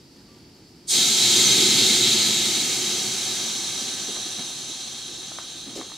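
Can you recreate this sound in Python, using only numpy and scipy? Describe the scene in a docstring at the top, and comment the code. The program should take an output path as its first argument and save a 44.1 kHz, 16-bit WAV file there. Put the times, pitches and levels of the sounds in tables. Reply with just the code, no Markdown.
"""Railway station, heard across the tracks: a standing electric locomotive lowers its pantograph and dumps its air.
The valve jet (coloured noise) hisses, rings its drain pipe (resonated noise) and roars against the ballast;
it fades and dulls as the pressure falls. A brief whistle is a gliding sine.
Late on the roof gear knocks and settles: decaying bursts of resonant noise.
Behind it: low station rumble and insects in the hills (noise), one far bird (sine)."""
import sys
import numpy as np
from scipy import signal
from scipy.fft import rfft, irfft, next_fast_len
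from scipy.io import wavfile
from scipy.ndimage import uniform_filter1d, map_coordinates

SR = 44100
rng = np.random.default_rng(int(sys.argv[2]) if len(sys.argv) > 2 else 0)


def digitize_waveform(pressure):
    """Quantize a signal to 16-bit integers and store it at the path in sys.argv[1].

    Rows of a 2-D input are taken as channels; values are limited to [-1, 1].
    """
    field = np.atleast_2d(pressure).T
    bounded = np.clip(field, -1, 1)
    quanta = np.round(bounded * 32767).astype(np.int16)
    wavfile.write(sys.argv[1], SR, quanta)


N = 263277
T = np.arange(N) / SR
HZ = np.linspace(1, SR / 2, 2 ** 15)  # grid of all filter gains
OPEN_S = 0.8664  # the valve starts to open


def undb(db):
    """Decibels to gain."""
    return 10 ** (np.asarray(db) / 20)


def unit(x):
    """Scale to rms 1."""
    return x / np.sqrt(np.mean(x ** 2))


def colour(points):
    """Gain by frequency from (Hz, dB) points, straight over log frequency."""
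    hz, db = np.transpose(points)
    return undb(np.interp(np.log(HZ), np.log(hz), db))


def band(lo_hz, hi_hz, order=12):
    """Gain of a band-pass, steep by default."""
    low_cut = 1 + (lo_hz / HZ) ** (2 * order)
    high_cut = 1 + (HZ / hi_hz) ** (2 * order)
    return 1 / np.sqrt(low_cut * high_cut)


def resonances(modes, order=1):
    """Gain of (Hz, width Hz, dB) resonances added in power; order 2 has steeper skirts."""
    power = 0
    for hz, width_hz, db in modes:
        power = power + undb(db) ** 2 / (1 + (2 * (HZ - hz) / width_hz) ** 2) ** order
    return np.sqrt(power)


def ripple(depth_db, spacing_hz):
    """Gain of many weak, crowded pipe resonances."""
    knots_hz = np.arange(0, SR, spacing_hz)
    return undb(depth_db * np.interp(HZ, knots_hz, rng.standard_normal(len(knots_hz))))


def filtered(x, gain):
    """Give a sound a gain by frequency."""
    size = next_fast_len(N + SR // 4)
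    bins_hz = np.arange(size // 2 + 1) * SR / size
    return irfft(rfft(x, size) * np.interp(bins_hz, HZ, gain), size)[:N]


def noise(gain):
    """Turbulence of a given colour, rms 1."""
    return unit(filtered(rng.standard_normal(N), gain))


def walk(rate):
    """Slow chance with spread 1, about rate changes a second."""
    hold = int(SR / rate)
    steps = np.repeat(rng.standard_normal(N // hold + 1), hold)
    return unit(uniform_filter1d(steps, hold)[:N])


def ramp(from_s, over_s):
    """Steady change from 0 to 1."""
    return np.clip((T - from_s) / over_s, 0, 1)


def opening(rise_s):
    """Smooth step from shut to open as the valve turns."""
    return np.sin(np.pi / 2 * ramp(OPEN_S, rise_s)) ** 2


def blow(at_s, t60_s, rise_s=0.0014):
    """Envelope of one contact: quick rise, exponential decay."""
    age_s = np.maximum(T - at_s, 0)
    return (1 - np.exp(-age_s / rise_s)) * np.exp(-np.log(1000) * age_s / t60_s)


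def tone(track, waver):
    """A wavering sine along (s, Hz, dB) points; waver is the rms share of pitch."""
    s, hz, db = np.transpose(track)
    pitch_hz = np.interp(T, s, hz) * (1 + waver * walk(330))
    sine = np.sqrt(2) * np.sin(2 * np.pi * np.cumsum(pitch_hz) / SR)
    return sine * undb(np.interp(T, s, db)) * (T > s[0]) * (T < s[-1])


def scatter(x, t60_s):
    """Dense fixed reflections from ballast, bogies and platform; they comb the spectrum finely."""
    age_s = T[:SR // 4]
    echoes = rng.standard_normal(len(age_s)) * np.exp(-np.log(1000) * age_s / t60_s)
    return signal.fftconvolve(x, echoes / np.linalg.norm(echoes))[:N]


def pressure_mix(from_s, over_s):
    """Shares of the high- and low-pressure colours as the reservoir empties, constant in power."""
    spent = ramp(from_s, over_s)
    return np.sqrt(1 - spent), np.sqrt(spent)


def flow(level_db, sag_db, widen_db, fall_db_per_s):
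    """Gain of one jet sound: first rush, brief sag, full flow, then an exponential fall with the pressure."""
    sag_s, sag_half_s = 1.134, 0.07
    drain_s, drain_turn_s = 1.738, 0.085  # start of the fall, softness of the turn
    sag = np.exp(-((T - sag_s) / sag_half_s) ** 2)
    narrow = 1 - ramp(from_s=1.14, over_s=0.47)  # the valve opens wide
    draining_s = drain_turn_s * np.logaddexp(0, (T - drain_s) / drain_turn_s)
    return undb(level_db - sag_db * sag - widen_db * narrow - fall_db_per_s * draining_s)


def climbing(x):
    """Resonances climb as the flow in the pipe slows: read ever faster, at listed pitch at 5.05 s."""
    climb_per_s = 0.012
    place = np.cumsum(1 + climb_per_s * (T - 5.05))
    return map_coordinates(x, [place], order=5, mode="mirror")


def surroundings():
    """Station rumble that swells a little, and a near-steady chorus of insects with faint air."""
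    # noise colours: f/Hz, relative level/dB
    station = [(12, -63), (20, -36), (38, -15), (59, -12), (85, -9.5), (124, -6.5), (239, -6), (355, -5),
               (387, -10.5), (614, -22), (953, -21.5), (1090, -28), (1190, -25.5), (1450, -28),
               (3800, -25.5), (4940, -59), (8360, -120)]
    insect_air = [(2240, -38), (3800, -5), (4130, -8), (4460, -2), (4740, -1), (6460, -15), (6940, -13.5),
                  (9350, -20), (14100, -25), (15800, -32)]
    station_db, insect_db = -51, -57
    rumble = noise(colour(station) * band(10, 3600)) * undb(station_db + 0.86 * walk(14))
    insects = noise(colour(insect_air) * band(3900, SR)) * undb(insect_db + 0.52 * walk(25))
    return rumble + insects


def bird():
    """One far note, a slightly wavering sine."""
    # pitch track: t/s, f/Hz, level/dB
    note = [(.25, 1150, -81), (.29, 1160, -66), (.35, 1180, -65), (.39, 1175, -69), (.42, 1165, -85)]
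    return tone(note, waver=0.004)


def jet():
    """Hiss from the valve and the drain pipe it rings; the resonances stand out more as pressure falls."""
    # jet colour at high and at low pressure: f/Hz, relative level/dB
    jet_full = [(2590, -29), (4400, -2), (4920, -2.5), (5310, -5), (5810, -4.5), (5970, -2), (6230, -3),
                (6680, 2), (7240, -4), (8230, -4.5), (9660, -13.5), (10800, -13), (11800, -19),
                (13500, -17), (15800, -29.5)]
    jet_spent = [(2590, -31), (4400, -12), (4640, -13), (5190, -7.5), (5720, 3.5), (6300, 2.5), (7350, -1),
                 (7840, -7.5), (8820, -8.5), (9510, -5.5), (10500, -13.5), (11600, -17.5), (12800, -26),
                 (13300, -21), (15800, -27)]
    # upper pipe resonances at high and at low pressure: f/Hz, width/Hz, relative level/dB
    modes_full = [(4760, 160, -9), (5120, 25, 3), (5550, 98, -0.5), (6200, 90, 0.5), (6200, 36, 8),
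                  (6590, 110, -6), (7450, 46, -11), (7600, 32, 4.5), (10400, 84, -13), (10530, 46, -13)]
    modes_spent = [(4850, 30, -3), (5230, 29, -3), (5280, 26, -5), (5910, 23, -4), (6050, 69, -5.5),
                   (6430, 41, 4), (8050, 150, -5), (8350, 23, -6), (8730, 33, -8), (8830, 48, -7.5),
                   (10350, 40, -20), (10200, 33, -19), (10920, 39, -9.5), (12600, 73, -17)]
    # broad drain-pipe resonances: f/Hz, width/Hz, relative level/dB
    pipe_broad = [(3246, 300, -2.5), (3850, 530, 0.5), (4070, 1030, -2.5)]
    # sharp resonances on the pipe's ring: f/Hz, relative level/dB
    pipe_sharp = [(3262, -42.5), (3381, -40.5), (3445, -45.5), (3634, -40.5), (3693, -37.5), (3817, -37.5),
                  (3898, -39.5), (3962, -41.5), (4097, -39.5), (4221, -44), (4307, -42), (4387, -42.5)]
    # response to the flow: full-flow gain/dB, sag depth/dB, gain on widening/dB, fall/(dB/s)
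    hiss_law = (-21.5, 1.5, -0.1, 6)
    pipe_law = (-18.6, 2, 1.8, 4)

    full, spent = pressure_mix(from_s=2.36, over_s=1.96)
    treble = band(4090, SR)
    strong = undb(-1.08) * noise(colour(jet_full) * treble * ripple(depth_db=0.6, spacing_hz=39.4))
    strong += undb(-10.5) * noise(resonances(modes_full, order=2))
    weak = undb(-0.5) * noise(colour(jet_spent) * treble * ripple(depth_db=3.5, spacing_hz=50.9))
    weak += undb(-4.0) * noise(resonances(modes_spent) * treble * band(20, 13500))
    hiss = full * strong + spent * climbing(weak)
    # the first narrow gap of the valve spits brighter air
    spit = noise(resonances([(8470, 1300, 0)], order=2))
    hiss += undb(1.5) * blow(OPEN_S, 0.32) * spit

    ring = resonances([(hz, 25, db) for hz, db in pipe_sharp], order=2)
    pipe = undb(-2.5) * noise(resonances(pipe_broad, order=2) * band(2300, 6300))
    pipe += undb(-4.5) * noise(ring)
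    # chance swell, and extra ring only in the fast flow
    ring_db = 0.4 * walk(16) - 5.0 * ramp(from_s=2.06, over_s=0.74)
    hiss = hiss * flow(*hiss_law) * opening(rise_s=0.055)
    return hiss + pipe * flow(*pipe_law) * undb(ring_db) * opening(rise_s=0.085)


def eddies():
    """The jet strikes the ballast; larger eddies take longer to build and roar low."""
    # rush colour at high and at low pressure, roar colour: f/Hz, relative level/dB
    rush_full = [(280, -41), (480, -10), (631, -12.5), (761, -10), (1050, -15.5), (1120, -19.5),
                 (1300, -10), (1410, -15.5), (1520, -12), (1840, -14.5), (2110, -6.5), (2760, -7),
                 (3100, -3), (4030, -30), (6820, -120)]
    rush_spent = [(280, -39), (480, -10), (535, -2), (579, -9.5), (773, -2.5), (954, -10.5), (1220, -7),
                  (1450, -11), (1550, -9), (1820, -11), (2220, -9), (2910, -4), (3100, -6.5), (4030, -37),
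                  (6820, -120)]
    roar_colour = [(29, -59), (50, -42), (81, -19), (100, -17), (113, -4.5), (174, -8.5), (211, -1),
                   (262, -4.5), (295, -9.5), (362, 1.5), (436, -11), (490, -6), (520, -27), (680, -47),
                   (1140, -120)]
    # response to the flow: full-flow gain/dB, sag depth/dB, gain on widening/dB, fall/(dB/s)
    rush_law = (-31, 1, 2.5, 5.5)
    roar_law = (-29, 2, 6.5, 7.5)

    full, spent = pressure_mix(from_s=2.5, over_s=1.57)
    middle = band(517, 2950)
    rush = full * noise(colour(rush_full) * middle) + spent * noise(colour(rush_spent) * middle)
    # the pipe's lowest resonances: one speaks in the fast flow, another in the slow
    rush += undb(-9.5) * full * noise(resonances([(2145, 330, 0)], order=2))
    rush += undb(-14) * spent * noise(resonances([(1560, 24, 0)], order=2))
    roar = noise(colour(roar_colour) * band(22, 468))
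    return (rush * flow(*rush_law) + roar * flow(*roar_law)) * opening(rise_s=0.1)


def whistle():
    """Brief whistle at the valve lip, a sine unsteady in pitch and level."""
    # pitch track: t/s, f/Hz, level/dB
    lip_track = [(1.38, 6950, -50), (1.41, 6870, -23), (1.44, 6680, -27), (1.46, 6080, -21),
                 (1.48, 6120, -22), (1.495, 6200, -41), (1.515, 6190, -23), (1.55, 6170, -55)]
    return tone(lip_track, waver=0.0111) * undb(2 * walk(150))


def pantograph():
    """Linkage knocks and frame bumps ring metal as decaying noise; loose metal rattles late."""
    # sharp linkage knocks: t/s, relative level/dB
    knocks = [(5.317, -31), (5.386, -28), (5.813, -34), (5.898, -41.5), (5.918, -38.5)]
    # soft bumps of the folding frame: t/s, level/dB, body f/Hz, width/Hz, t60/s, linkage share/dB
    bumps = [(3.815, -36.5, 270, 200, 0.16, -14), (3.922, -32, 310, 160, 0.1, -18),
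             (4.075, -33, 300, 260, 0.24, -15), (4.15, -39.5, 330, 250, 0.22, 1.5),
             (4.256, -36, 350, 120, 0.13, -16), (4.382, -32, 216, 80, 0.18, -3),
             (4.688, -35, 332, 150, .12, -14), (5.08, -40, 353, 130, 0.39, -21),
             (5.657, -37.5, 220, 260, 0.52, -10.5), (5.752, -30.5, 524, 340, 0.11, -22),
             (5.769, -30.5, 334, 320, 0.25, -12.5)]
    # linkage resonances: f/Hz, width/Hz, relative level/dB
    linkage_modes = [(676, 760, -2.5), (1175, 260, 1), (1850, 1200, -7)]

    linkage = resonances(linkage_modes, order=2)
    contacts = sum(undb(db) * blow(s, 0.016, rise_s=0.00066) for s, db in knocks)
    out = undb(4) * contacts * noise(linkage)
    scrape = noise(linkage)
    for s, db, hz, width_hz, t60_s, linkage_db in bumps:
        # thin tubes radiate no deep bass
        body = noise(resonances([(hz, width_hz, 0)], order=2) * band(135, 1000, order=3))
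        out += undb(db) * blow(s, t60_s, rise_s=0.0078) * (body + undb(linkage_db) * scrape)
    rattle = noise(band(3200, 7200, order=4)) * undb(1.2 * walk(200))
    return out + undb(-30.5) * blow(5.752, 0.15, rise_s=0.0043) * rattle


def scene():
    """The locomotive lies ahead, wide mostly in the treble; the surroundings arrive from all sides."""
    # side gain of the locomotive and of the surroundings: f/Hz, gain/dB
    engine_width = [(30, -14), (70, -24), (190, -34), (330, -18.5), (550, -19.5), (770, -24), (1000, -18.5),
                    (1900, -17), (2650, -1), (3300, -10.5), (4000, -28), (4550, -22), (5050, -3.5),
                    (7000, -4), (9500, -0.5), (14000, -5)]
    open_air_width = [(30, -13), (130, -18), (320, -16), (600, -10), (1100, -12), (1500, -6), (2900, -5),
                      (4500, -10.5), (5800, -2.5), (14000, -1.5)]

    flutter = undb(0.38 * walk(35))
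    engine = (jet() + eddies()) * flutter + pantograph() + whistle()
    # small parts and stones reflect only the shorter waves
    glints = filtered(scatter(engine, t60_s=0.32), band(720, SR, order=2))
    mid = undb(-0.58) * engine + undb(-5.5) * glints + surroundings() + bird()
    # reflections plus an independent draw of the jet
    diffuse = undb(-4.5) * (scatter(engine, t60_s=0.082) + (jet() + eddies()) * flutter)
    side = filtered(diffuse, colour(engine_width)) + filtered(surroundings(), colour(open_air_width))
    right_db = 0.18
    return np.array([(mid + side) * undb(-right_db), (mid - side) * undb(right_db)])


def record(dry):
    """Steep elliptic low-pass cuts the top."""
    top_hz = 15700
    return signal.sosfilt(signal.ellip(12, 0.1, 80, top_hz, fs=SR, output="sos"), dry)


dry = scene()
out = record(dry)
digitize_waveform(out)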